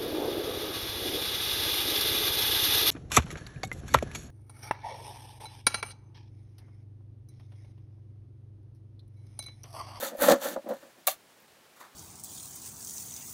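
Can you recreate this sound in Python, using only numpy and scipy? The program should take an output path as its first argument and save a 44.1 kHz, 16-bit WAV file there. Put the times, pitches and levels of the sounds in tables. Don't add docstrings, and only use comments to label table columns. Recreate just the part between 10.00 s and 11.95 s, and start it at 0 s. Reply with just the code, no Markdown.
import sys
import numpy as np
from scipy import signal
from scipy.fft import rfft, irfft
from scipy.io import wavfile
from scipy.ndimage import uniform_filter1d

SR = 44100
rng = np.random.default_rng(int(sys.argv[2]) if len(sys.argv) > 2 else 0)


def attenuation_scalar(level_db):
    decades = np.asarray(level_db, float) / 20
    return 10 ** decades


def pcm_store(signal):
    levels = np.round(np.clip(np.atleast_2d(signal), -1, 1) * 32767)
    wavfile.write(sys.argv[1], SR, levels.astype(np.int16).T)


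N = 85995

# time in seconds, rasp level in dB, force into the bench in dB.
STROKES = [
    [(0.0, -41, -30.5), (0.01, -35, -49.5), (0.026, -36, -32), (0.032, -34, -31.5), (0.086, -37, -40.5),
     (0.13, -62, -37.5), (0.158, -60, -43.5), (0.17, -52, -40)],
    [(0.17, -60, -50), (0.174, -60.5, -41.5), (0.226, -27.5, -18), (0.244, -28, -22), (0.278, -31, -17.5),
     (0.298, -26.5, -13), (0.324, -28.5, -12), (0.376, -49.5, -36.5), (0.395, -48, -51)],
    [(0.395, -55, -42), (0.417, -40, -39.5), (0.445, -31.5, -34.5), (0.457, -34.5, -29.5),
     (0.491, -39.5, -32), (0.505, -40, -38), (0.545, -45, -44), (0.569, -68, -30), (0.62, -78, -61)],
    [(0.62, -80, -61), (0.67, -104, -32.5), (0.692, -51.5, -31.5), (0.72, -57.5, -28.5),
     (0.808, -60.5, -62.5), (0.836, -59.5, -46), (0.948, -89.5, -75), (0.986, -71, -50), (1.02, -70.5, -84)],
]
ALL_STROKES = np.concatenate([np.array(rows)[:-1] for rows in STROKES] + [np.array(STROKES[-1])[-1:]])
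# time in seconds, lift of the high hiss in dB.
BITE = [(0.0, 1), (0.04, 1.5), (0.1, -4.5), (0.18, 1.5), (0.205, 7), (0.23, 2.5), (0.28, 0.5), (0.336, -6),
        (0.36, -10), (0.4, -2), (0.43, -2), (0.5, 1), (0.55, -5), (0.68, -3), (0.72, -5), (1.02, -2)]
# centre in Hz, width in Hz, level in dB.
BRIGHT_HUMPS = [(1720, 4400, -5.5), (3687, 173, 3.5), (4220, 200, -4), (7000, 2260, -2.5),
                (10810, 1670, -2.5), (13160, 1200, 0), (14740, 1600, -3)]
# centre in Hz, width in Hz, level in dB.
BONE_BODY = [(856, 97, 2), (1102, 59, 0.5), (1300, 56, 5.5), (1518, 83, 4), (1756, 85, 4.5),
             (1877, 100, 3.5), (2285, 1500, -6)]
# pitch in Hz, level in dB, decay by 60 dB in seconds.
BENCH_MODES = [(195, -21, .05), (240, -15, .06), (275, -12, .06), (328, -10, .05), (510, -9, .07),
               (550, 1, .085), (588, -1, .08), (655, -7, .07), (740, -14, .04), (840, -10, .06),
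               (975, -13, .04), (1190, -13, .04), (1380, -14, .03), (1650, -19, .02)]
# start in seconds, peak in dB,
# low-board level in dB, brightness in dB per octave.
KNOCKS = [(0.028, -22, -30, -37), (0.117, -44, 2, -1), (0.151, -28.5, -10, -23), (0.197, -30.5, 7, 15.5),
          (0.237, -16.5, 5.5, 14), (0.285, -10, -21, 9), (0.301, -9.5, -13, 0), (0.312, -12, 1, 2.5),
          (0.3205, -7, 3.5, 2), (0.333, -15, 12.5, 4), (0.343, -24, -24, 25), (0.418, -35.5, -23, 12),
          (0.456, -22, 5, 8), (0.485, -31, -19, -19), (0.51, -34, 26, 7), (0.53, -32, 29, -5),
          (0.562, -20, 1.5, 6), (0.587, -45, 3, 18), (0.642, -36, 11, -14), (0.662, -29, 14, -6),
          (0.689, -27.5, -6, -19), (0.697, -25.5, 12, -10.5), (0.707, -21, -7, -5), (0.721, -25, 5, -3),
          (0.734, -32, -5, 8.5), (0.744, -43, 10, 0), (0.834, -41.5, 12, 13.5), (0.982, -48.5, 32, -5),
          (1.567, -51, 3, -8.5), (1.663, -57, -2.5, 18)]
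# frequency in Hz, level in dB per Hz.
AIR_SPECTRUM = [(15, -40), (30, -35), (60, -17), (110, -7.5), (160, -5.5), (640, -5.5), (2080, -9.5),
                (16000, -21)]
# start in seconds, level in dB, decay by 60 dB in seconds.
TICKS = [(0.1705, -37, .03), (0.688, -39.5, .07), (0.739, -41, .015), (1.4017, -49, .03),
         (1.424, -53.5, .03), (1.767, -62, 0.042), (1.907, -66, .02)]
# start in seconds, level in dB, length in seconds.
JOLTS = [(0.18, -55, 0.023), (0.205, -49, 0.017), (0.325, -43, 0.017), (0.567, -58.5, 0.022),
         (1.065, -63, 0.018), (1.135, -78, 0.035)]
# start in seconds, peak in dB, centre in Hz.
CHIPS = [(0.183, -43, 7000), (0.1905, -38, 12000), (0.2123, -26, 11100), (0.2215, -20, 11500),
         (0.2859, -15, 5500), (0.2978, -14, 5000), (0.308, -18.5, 4130), (0.3164, -18, 11700),
         (0.32, -12.5, 3700), (0.337, -28, 11000), (0.4145, -48, 9000), (0.441, -41, 8000),
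         (0.4865, -34, 7000), (0.5064, -41, 4950), (0.5298, -46, 4000), (0.563, -43, 4200),
         (0.71, -39, 3500)]
# start in seconds, peak in dB, low part relative to it in dB.
SNAPS = [
    (1.0682, -26, -10),
    (1.0706, -5, -14),
    (1.0757, -1, -10),
    (1.081, -22, 11),
    (1.1148, -24, -10),
]
# centre in Hz, width in Hz, level in dB.
CRACK_HUMPS = [(3700, 500, 1), (4300, 500, -3), (7600, 1500, -6), (10400, 1400, 0), (13400, 900, 0),
               (15100, 1000, 2)]
# centre in Hz, width in Hz, level in dB.
SNAP_LOW = [(615, 35, 3), (775, 30, 0), (930, 40, -9), (1175, 28, 0), (1700, 100, -10), (2270, 90, -4),
            (2740, 35, -1), (380, 80, -14)]
# time in seconds, scuff level in dB, hiss level in dB.
SCRAPE = [(1.755, -72, -72), (1.768, -58, -61), (1.79, -61, -67), (1.808, -46, -55), (1.838, -54, -63),
          (1.85, -49, -63), (1.886, -60, -76), (1.92, -70, -74), (1.95, -60, -79)]
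# frequency in Hz, level in dB per Hz.
SCRAPE_SPECTRUM = [(120, -48), (250, -15.5), (600, -10.5), (1040, -6), (1900, -10.5), (2600, -20.5),
                   (4000, -21), (16000, -41.5)]
# centre in Hz, width in Hz, depth 0 to 1.
HOLLOWS = [(425, 110, 0.85), (2500, 1400, .5), (5200, 600, 0.7), (9520, 420, 0.8), (12250, 420, .8)]
LOW_CUT_HZ = 175


def evened(x):
    return x / np.sqrt(np.mean(x ** 2) + 1e-20)


def curve(rows, column):
    rows = np.asarray(rows)
    return attenuation_scalar(np.interp(np.arange(N) / SR, rows[:, 0], rows[:, column], left=-140, right=-140))


def add(mix, s, sound):
    part = mix[round(s * SR):][:len(sound)]
    part += sound[:len(part)]


def high_pass(x, order, hz):
    return signal.sosfilt(signal.butter(order, hz, "high", fs=SR, output="sos"), x)


def resonate(x, hz, width):
    r, w = np.exp(-np.pi * width / SR), 2 * np.pi * hz / SR
    gain = (1 - r * r) / 2
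    return signal.lfilter([gain, 0, -gain], [1, -2 * r * np.cos(w), r * r], x)


def humped(x, humps):
    return sum((-1) ** k * attenuation_scalar(db) * resonate(x, hz, width) for k, (hz, width, db) in enumerate(humps))


def coloured(x, spectrum):
    points_hz, points_db = np.transpose(spectrum)
    hz = np.fft.rfftfreq(len(x), 1 / SR)
    gain = attenuation_scalar(np.interp(np.log(hz + 1), np.log(points_hz + 1), points_db))
    return evened(irfft(rfft(x) * gain, len(x)))


def grains(per_s, spread_db):
    happens = rng.random(N) < per_s / SR
    size = attenuation_scalar(spread_db * np.minimum(rng.exponential(1, N), 4))
    return evened(happens * rng.choice([-1., 1.], N) * size)


def flutter(samples):
    return evened(uniform_filter1d(rng.standard_normal(N), size=samples))


def burst(t60, size=6000):
    return rng.standard_normal(size) * attenuation_scalar(-60 * np.arange(size) / SR / t60)


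def rasp():
    chatter_db = 0.9 * flutter(110)
    teeth = grains(per_s=4000, spread_db=2.3)
    bite = attenuation_scalar(np.interp(np.arange(N) / SR, *np.transpose(BITE)))
    coarse, fine = humped(teeth, BRIGHT_HUMPS[:4]), humped(teeth, BRIGHT_HUMPS[4:])
    teeth = (coarse + bite * fine) / np.std(coarse + fine)
    return teeth * curve(ALL_STROKES, column=1) * attenuation_scalar(-1.5 + chatter_db)


def grind():
    by_speed = 0.65
    speed, force = curve(ALL_STROKES, column=1), curve(ALL_STROKES, column=2)
    hum = evened(humped(grains(per_s=2700, spread_db=3.2), BONE_BODY))
    return hum * speed ** by_speed * force ** (1 - by_speed) * attenuation_scalar(-4.5)


def ring(spot, tilt_db=0):
    detune, spread_db = 0.02, 2.0
    t = np.arange(6000) / SR
    hz, db, t60 = np.transpose(BENCH_MODES)[:, :, None]
    hz = hz * (1 + detune * spot[0][:, None])
    level_db = db + (tilt_db + spread_db * spot[1])[:, None]
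    return (attenuation_scalar(level_db - 60 * t / t60) * np.sin(2 * np.pi * hz * t)).sum(0)


def slips():
    out = np.zeros(N)
    for spot in rng.uniform(-1, 1, (6, 2, len(BENCH_MODES))):
        modes = ring(spot)
        pushes = grains(per_s=1500 / 6, spread_db=2.5) * curve(ALL_STROKES, column=2)
        out += signal.oaconvolve(pushes, modes / np.linalg.norm(modes))[:N] * attenuation_scalar(-12.5)
    return out


def knocks():
    out = np.zeros(N)
    octaves = np.log2(np.array(BENCH_MODES)[:, 0] / 580)
    rise = np.minimum(np.arange(6000) / SR / 0.0021, 1)
    spots = rng.uniform(-1, 1, (len(KNOCKS), 2, len(BENCH_MODES)))
    for (s, db, low_db, bright_db), spot in zip(KNOCKS, spots):
        tilt_db = low_db * (octaves < -.5) + bright_db * np.maximum(octaves, 0)
        knock = ring(spot, tilt_db) * rise
        add(out, s - .001, attenuation_scalar(db + 0.5) * knock / abs(knock).max())
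    return out


def bench():
    wood = slips() + knocks()
    tail = burst(t60=0.04, size=9000)
    wood = wood + attenuation_scalar(-12) * signal.oaconvolve(wood, tail / np.linalg.norm(tail))[:N]
    return high_pass(wood, 6, LOW_CUT_HZ)


def air():
    flicker_db = 0.62 * flutter(900)
    return coloured(rng.standard_normal(N), AIR_SPECTRUM) * attenuation_scalar(-60 + flicker_db)


def ticks():
    out = np.zeros(N)
    for s, db, t60 in TICKS:
        add(out, s, attenuation_scalar(db) * burst(t60))
    return resonate(out, 14000, 3000)


def jolts():
    out = np.zeros(N)
    for s, db, length in JOLTS:
        u = np.arange(0, length, 1 / SR) / length
        add(out, s, attenuation_scalar(db) * np.sin(2 * np.pi * u) * np.sin(np.pi * u))
    return out


def chips():
    out = np.zeros(N)
    for s, db, hz in CHIPS:
        add(out, s, attenuation_scalar(db - 0.5) * resonate(burst(t60=0.02), hz, 0.76 * hz))
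    return out


def snap():
    crack_t60 = 0.0055
    crack, high, low = np.zeros((3, N))
    for s, db, low_db in SNAPS:
        add(crack, s, attenuation_scalar(db) * burst(crack_t60))
        add(low, s, attenuation_scalar(db + low_db + 9.0) * burst(2 * crack_t60))
    rise = np.minimum(np.arange(12000) / (0.0012 * SR), 1)
    break_s = SNAPS[1][0]
    add(high, break_s, rise * attenuation_scalar(-16) * burst(t60=0.17, size=12000))
    add(low, break_s, rise * attenuation_scalar(-15) * burst(t60=0.18, size=12000))
    settle = attenuation_scalar(-300 * np.maximum(np.arange(N) / SR - 1.135, 0))
    low = humped(low * settle, [(hz, 2 * width, db) for hz, width, db in SNAP_LOW])
    return humped(crack, CRACK_HUMPS) + humped(high * settle, BRIGHT_HUMPS) + high_pass(low, 4, 300)


def scrape():
    lumps_db = 2.0 * flutter(150)
    scuff = coloured(grains(per_s=6000, spread_db=2.0), SCRAPE_SPECTRUM) * attenuation_scalar(lumps_db)
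    hiss = evened(humped(grains(per_s=7000, spread_db=2.0), BRIGHT_HUMPS[1:]))
    return scuff * curve(SCRAPE, column=1) + hiss * curve(SCRAPE, column=2)


def scene():
    near = rasp() + grind() + bench() + ticks() + chips() + snap() + scrape()
    for hz, width, depth in HOLLOWS:
        near = near - depth * resonate(near, hz, width)
    near = high_pass(near, 4, LOW_CUT_HZ)
    return (near + jolts() + air())[None]


def roll_off(x):
    return signal.sosfilt(signal.butter(12, 16970, fs=SR, output="sos"), x)


def record(dry):
    edge = signal.firwin(511, 15850, window=("kaiser", 9), fs=SR)
    mix = signal.oaconvolve(dry, edge[None], "same")
    return roll_off(mix)


dry = scene()
out = record(dry)
pcm_store(out)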